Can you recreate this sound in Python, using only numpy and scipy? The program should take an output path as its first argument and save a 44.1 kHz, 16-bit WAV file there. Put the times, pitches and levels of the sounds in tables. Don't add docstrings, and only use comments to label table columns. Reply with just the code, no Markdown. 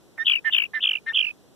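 import sys
import numpy as np
from scipy import signal
from scipy.fft import rfft, irfft
from scipy.io import wavfile
from scipy.ndimage import uniform_filter1d, map_coordinates

SR = 44100
rng = np.random.default_rng(int(sys.argv[2]) if len(sys.argv) > 2 else 0)


def master_out(mix):
    frames = np.transpose(np.atleast_2d(mix))
    ceiling = np.clip(frames, -1, 1)
    pcm = np.round(ceiling * 32767).astype(np.int16)
    wavfile.write(sys.argv[1], SR, pcm)


def linear_from_db(decibels):
    return 10 ** (np.asarray(decibels, float) / 20)


N = 68355

# (start [s], length [s], level [dB], second voice [dB], share of the note that voice lasts [0-1])
WHISTLES = [
    (0.178, 0.062, -22, -9.5, 0.4),
    (0.444, 0.056, -17.5, -8, 1),
    (0.734, 0.064, -22.5, -3, 0.93),
    (1.061, 0.066, -23, -4.5, 0.58),
]
# (octave [dB], third harmonic [dB], late octave change [dB], opening puff [dB], closing puff [dB])
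COLOURS = [
    (0, 7.5, -2, 4.5, -3.5),
    (0, 2, -3, 1.5, 5.5),
    (0, -2, 3, 0, -2),
    (3, -4, -8.5, -4.5, 1.5),
]


def evened(x):
    return x / np.sqrt(np.mean(x ** 2) + 1e-20)


def smooth_noise(size):
    return evened(uniform_filter1d(rng.standard_normal(N), size=size))


def coloured(points, count):
    f, db = np.transpose(points)
    shape = linear_from_db(np.interp(np.log(np.fft.rfftfreq(N, 1 / SR) + 1), np.log(f), db))
    return evened(irfft(rfft(rng.standard_normal((count, N))) * shape, N))


def eased(t, knots, values):
    place = np.interp(t, knots, np.arange(len(knots)))
    k = np.minimum(place.astype(int), len(knots) - 2)
    return values[k] + (values[k + 1] - values[k]) * (.5 - .5 * np.cos(np.pi * (place - k)))


def whistle(t, start, length, level_db, second_db, share, pitch, skew, colour):
    second_up_hz, voice_rough, octave_rough = 272, .1, .8
    octave_db, third_db, late_octave_db = colour[:3]
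    u = np.clip((t - start) / length, 0, 1)
    spent = np.clip(u / share, 0, 1) ** 2
    swell = linear_from_db(level_db) * np.sin(np.pi * u ** skew).clip(0) ** 0.97
    second = linear_from_db(second_db) * np.sqrt(np.cos(np.pi / 2 * spent).clip(0))

    hz = uniform_filter1d(np.interp(t, *np.transpose(pitch)), size=300)
    drift = 1 + 0.061 * smooth_noise(500)
    rough = uniform_filter1d(rng.standard_normal((2, N)), size=50)
    hoarse, shaky = evened(uniform_filter1d(rough, size=40))
    low = 2 * np.pi * np.cumsum(hz) / SR
    beat = 2 * np.pi * np.cumsum(second_up_hz * drift) / SR

    tone = (1 + voice_rough * shaky) * np.cos(low)
    tone += linear_from_db(-36.5 + third_db) * np.cos(3 * low + hoarse)
    below, above = linear_from_db(-24.5) * np.cos(low - beat), linear_from_db(-14.5) * np.cos(low + 2 * beat)
    tone += second * (np.cos(low + beat) + below + above)

    octave = linear_from_db(-30 + 8.5 * spent) * np.cos(2 * low)
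    octave += second * linear_from_db(-25.5) * (np.cos(2 * low + beat) + .5 * np.cos(2 * low + 2 * beat))
    octave *= linear_from_db(octave_db + late_octave_db * np.clip((u - .6) / .2, 0, 1))
    octave *= 1 + octave_rough * hoarse * second
    return swell * (tone + octave), swell


def whistles(t):
    # (time [s], frequency [Hz])
    whistle_hz = [
        [(.18, 1827), (.21, 1791), (.228, 1865), (.238, 1846)],
        [(.445, 1768), (.462, 1823), (.5, 1747)],
        [(.736, 1750), (.755, 1820), (.783, 1733), (.796, 1844)],
        [(1.062, 1754), (1.086, 1855), (1.104, 1761), (1.124, 1875)],
    ]
    skews = [
        1.2,
        1.11,
        0.83,
        0.95,
    ]
    rows = zip(WHISTLES, whistle_hz, skews, COLOURS)
    return np.sum([whistle(t, *row, *more) for row, *more in rows], 0)


def warble(t, notes, effort, lead_in):
    # (time [s], level [dB])
    octave_by_phrase = [
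        (.3, 1.5),
        (.6, -2),
        (.9, -6.5),
        (1.22, 2),
    ]
    flick_s, break_s, end_s = .002, 0.0019, .004
    throat_hz, throat_width_hz, knee_hz = 2778, 740, 2645
    top_s, top_hz, low_hz, ahead_ms, slide_ms = np.transpose(notes)
    ahead, slide = ahead_ms * 1e-3, slide_ms * 1e-3
    level_db, break_db = np.transpose(effort)
    lead_s, lead_hz, lead_db = lead_in

    before = np.r_[low_hz[0], low_hz[:-1]]
    shoulder = before + (.72 + .016 * break_db.clip(0, 30)) * (top_hz - before)
    bend = top_hz - .4 * (top_hz - low_hz)
    flick = top_s - ahead
    begin, end = top_s[0] - lead_s, top_s[-1]
    times = np.c_[flick - flick_s, flick, top_s, top_s + slide / 2, top_s + slide]
    knots = np.r_[begin, times.ravel()]
    pitch = np.r_[lead_hz, np.c_[before, shoulder, top_hz, bend, low_hz].ravel()]
    hz = uniform_filter1d(np.interp(t, np.maximum.accumulate(knots), pitch), size=50)

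    db = eased(t, np.r_[begin, top_s + .6 * slide], np.r_[lead_db, level_db])
    glide = uniform_filter1d(np.gradient(hz), size=60) * SR
    db -= 2 * np.tanh(glide / 170000.0)
    db -= 19.5 * (knee_hz - hz).clip(0) / 1e3
    hz = hz * (1 + .003 * smooth_noise(50))
    from_break = (t - (flick - flick_s / 2)[:, None]) / break_s
    db -= (break_db[:, None] * np.exp(-from_break ** 2)).sum(0)
    on = np.clip((t - begin) / end_s, 0, 1) * np.clip(1 - (t - end) / end_s, 0, 1)
    swell = on * linear_from_db(db - 5 * ((hz - throat_hz) / throat_width_hz) ** 2)

    beak_db = np.interp(t, *np.transpose(octave_by_phrase))
    octave = linear_from_db(-38 + beak_db - 14.5 * (hz - throat_hz) / 1e3)
    octave *= 1 + smooth_noise(60)
    turn = 2 * np.pi * np.cumsum(hz) / SR
    tone = np.cos(turn) + octave * np.cos(2 * turn) + linear_from_db(-53) * np.cos(3 * turn)
    return swell * tone, swell


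def warbles(t):
    # (top [s], top [Hz], bottom after it [Hz], flick before the top [ms], slide after it [ms])
    warble_1 = [(.2495, 3120, 2830, 2, 3), (.2563, 3620, 2950, 2, 3.5), (.2646, 3760, 2830, 2.5, 6),
                (.2768, 3520, 2540, 3, 8), (.295, 3490, 2380, 5, 6.5), (.3164, 3320, 2400, 5, 6.5),
                (.3365, 2960, 2300, 4, 7), (.358, 2900, 2280, 4.5, 5.5), (.371, 2770, 2320, 3, 8),
                (.389, 2510, 2550, 5, 4), (.3955, 2560, 2560, 1, 2)]
    warble_2 = [(.511, 2880, 2840, 2, 3), (.517, 3500, 3050, 1.5, 3), (.523, 3680, 2970, 1.5, 4),
                (.5312, 3700, 2790, 2, 6), (.5425, 3490, 2520, 2, 9), (.5608, 3500, 2380, 3, 8),
                (.581, 3270, 2330, 4, 8), (.6006, 2960, 2300, 3, 6.5), (.621, 2810, 2230, 3, 6.5),
                (.639, 2700, 2270, 3.5, 6), (.654, 2860, 2500, 2.5, 7), (.664, 2490, 2490, 1, 2)]
    warble_3 = [(.81, 3170, 2740, 1.5, 3), (.8165, 3620, 2850, 1.2, 4), (.826, 3640, 2850, 2, 5),
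                (.8365, 3570, 2550, 2, 7.5), (.8525, 3440, 2420, 2.5, 9), (.8725, 3240, 2420, 3.5, 9),
                (.892, 3170, 2300, 4, 9), (.9125, 3120, 2320, 3.5, 10), (.936, 2880, 2270, 4.5, 8),
                (.9565, 2750, 2300, 4.5, 6.5), (.97, 2980, 2350, 1.5, 10), (.9865, 2450, 2450, 2, 2)]
    warble_4 = [(1.1375, 3140, 2830, 1, 2.5), (1.1425, 3360, 2900, 1, 3), (1.149, 3620, 3020, 1, 4),
                (1.158, 3410, 2680, 2.5, 6.5), (1.1715, 3300, 2520, 3, 5.5), (1.189, 3340, 2420, 5, 7),
                (1.209, 3260, 2400, 6, 8), (1.2274, 2960, 2370, 3, 8), (1.247, 2900, 2300, 4, 10),
                (1.269, 2730, 2380, 3, 9), (1.287, 2660, 2300, 3, 10), (1.307, 2540, 2530, 5, 5),
                (1.315, 2520, 2520, 1, 2)]
    # (level [dB], break before it [dB])
    effort = [
        [(-35, 3), (-23, 3.5), (-13, -1.5), (-13, -1.5), (-13, 5.5), (-13, 7), (-15.5, 15.5), (-15.5, 14),
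         (-24, 4), (-25.5, -2), (-37.5, 4)],
        [(-33.5, -1), (-29.5, 0.5), (-20.5, 2), (-13.5, -3.5), (-12, 1), (-16.5, 8), (-13, 13.5), (-16.5, 26),
         (-16.5, 32), (-19, 21), (-32, 3), (-26.5, 1)],
        [(-30.5, -1), (-30, 8), (-20, 3), (-16, 2.5), (-17, 5), (-17.5, 24), (-17.5, 25.5), (-19.5, 11.5),
         (-21, 25.5), (-16, 26.5), (-31, 12), (-28, -4)],
        [(-33, -2.5), (-28.5, -0.5), (-20.5, -7.5), (-17, -1), (-14.5, 5.5), (-15.5, 6), (-16.5, 5.5),
         (-19.5, 24), (-20.5, 6), (-19.5, 32.5), (-24, 0), (-25.5, 5), (-39, -2)],
    ]
    # (length [s], start [Hz], level [dB])
    lead_ins = [
        (.008, 2600, -58),
        (.018, 2250, -46),
        (.017, 2250, -46),
        (.013, 2450, -48),
    ]
    rows = zip((warble_1, warble_2, warble_3, warble_4), effort, lead_ins)
    return np.sum([warble(t, *row) for row in rows], 0)


def rasp(t, swell):
    # (frequency [Hz], density [dB per Hz])
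    breath = [
        (600, -21.5),
        (1500, -8.5),
        (3000, 6.5),
        (4200, -29),
        (5500, -24.5),
        (12800, -28),
        (14000, -5),
        (14700, -24.5),
    ]
    # (time [s], level [dB])
    rasp_db = [
        (.2, -39.5),
        (.3, -20.5),
        (.47, -27),
        (.6, -19.5),
        (.77, -30.5),
        (.9, -22),
        (1.09, -28.5),
        (1.22, -27.5),
    ]
    same = 0.58
    *own, shared = coloured(breath, count=3)
    noise = same * np.array([shared, np.roll(shared, shift=1)]) + (1 - same) * np.array(own)
    follow = abs(uniform_filter1d(swell, size=200)) ** 0.87
    lumps = linear_from_db(4 * smooth_noise(300))
    return noise * follow * linear_from_db(np.interp(t, *np.transpose(rasp_db))) * lumps


def puffs(t):
    # (frequency [Hz], density [dB per Hz])
    puff = [
        (450, -34),
        (750, -4.5),
        (1300, -8.5),
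        (2300, 8),
        (3000, -33.5),
    ]
    puff_s = 0.0048
    start, length = np.transpose(WHISTLES)[:2]
    edges = np.r_[start + puff_s, start + length - puff_s / 2]
    level = linear_from_db(-41.5 + np.transpose(COLOURS)[3:].reshape(-1, 1))
    bursts = level * np.exp(-((t - edges[:, None]) / puff_s) ** 2)
    return bursts.sum(0) * coloured(puff, count=1)


def at_ports(t, song):
    # (time [s], lead of the left port [microseconds], left over right [dB])
    bearing = [
        (.2, 75.5, -2.8),
        (0.399, 82, 1),
        (.53, 97, -2.5),
        (0.651, 71, 1),
        (0.76, 59, -0.5),
        (0.847, -5.5, 3.6),
        (0.979, -45, -1.7),
        (1.091, -21.5, 4.5),
        (1.17, -46, -2.2),
        (1.3, -67, 0),
    ]
    s, lead_us, tilt_db = np.transpose(bearing)
    half = np.interp(t, s, lead_us) * 1e-6 * SR / 2
    ports = np.array([map_coordinates(song, [np.arange(N) + k * half], order=3) for k in (1, -1)])
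    side = np.array([[1], [-1]])
    return ports * linear_from_db(side * np.interp(t, s, tilt_db) / 2)


def echoes(x, t60):
    t = np.arange(SR // 4) / SR
    tail = rng.standard_normal((2, len(t))) * linear_from_db(-60 * t / t60) * np.minimum(t / 0.0056, 1)
    return signal.fftconvolve(x[None], tail / np.linalg.norm(tail[0]), axes=1)[:, :N]


def bird():
    t = np.arange(N) / SR
    song, swell = whistles(t) + warbles(t)
    cage = linear_from_db(-27) * echoes(song, t60=.03)
    scrub = linear_from_db(-25) * echoes(song, t60=0.069)
    return at_ports(t, song) + rasp(t, swell) + puffs(t) + cage + scrub


def air():
    # (frequency [Hz], density [dB per Hz])
    hiss = [(25, -28.5), (70, -1.5), (250, -0.5), (500, -7), (1200, -19.5), (3200, -19.5), (7000, -21.5),
            (14000, -28.5)]
    # (frequency [Hz], density [dB per Hz])
    far = [(60, -23.5), (150, -5), (400, 1.5), (800, -14), (1500, -22.5), (3000, -32)]
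    return linear_from_db(-58) * coloured(hiss, count=2) + linear_from_db(-60) * coloured(far, count=1)


def thinned(x):
    mid_side = np.array([x[0] + x[1], x[0] - x[1]]) / 2
    hz, t, z = signal.stft(mid_side, SR, nperseg=1024, noverlap=768)
    power_db = 10 * np.log10((abs(z) ** 2).sum((0, 1)) + 1e-12)
    loud = np.clip((power_db + 39) / 10, .12, 1)
    bands = rng.standard_normal((len(t), 2, len(hz) // 10 + 1)).transpose(1, 2, 0)
    bands = evened(uniform_filter1d(bands, size=9, axis=2))
    bands = np.repeat(bands, repeats=10, axis=1)[:, :len(hz)]
    chance = .5 + .5 * np.tanh(.85 * bands)
    dropped = (chance < .3 * loud) & (hz[:, None] > 3200)
    z = z * np.where(dropped, linear_from_db(-26), 1)
    mid, side = signal.istft(z, SR, nperseg=1024, noverlap=768)[1][:, :N]
    return np.array([mid + side, mid - side])


def scene():
    return bird() + air()


def band_limit(x):
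    return signal.sosfilt(signal.butter(12, 15280, fs=SR, output="sos"), x)


def record(dry):
    null_hz, top_hz, edge_hz = 2306, 6300, 14300
    share, low_share, low_hz = 0.64, 0.35, 494
    hz, z = np.fft.rfftfreq(N, 1 / SR), rfft(dry)
    part = share - (share - low_share) / (1 + (hz / low_hz) ** 2)
    cross = part * np.exp(-2j * np.pi * hz / null_hz) / (1 + (hz / top_hz) ** 8)
    steered = irfft((z - cross * z[::-1]) / (1 + (hz / edge_hz) ** 100), N)
    mix = thinned(steered)
    return band_limit(mix)


dry = scene()
out = record(dry)
master_out(out)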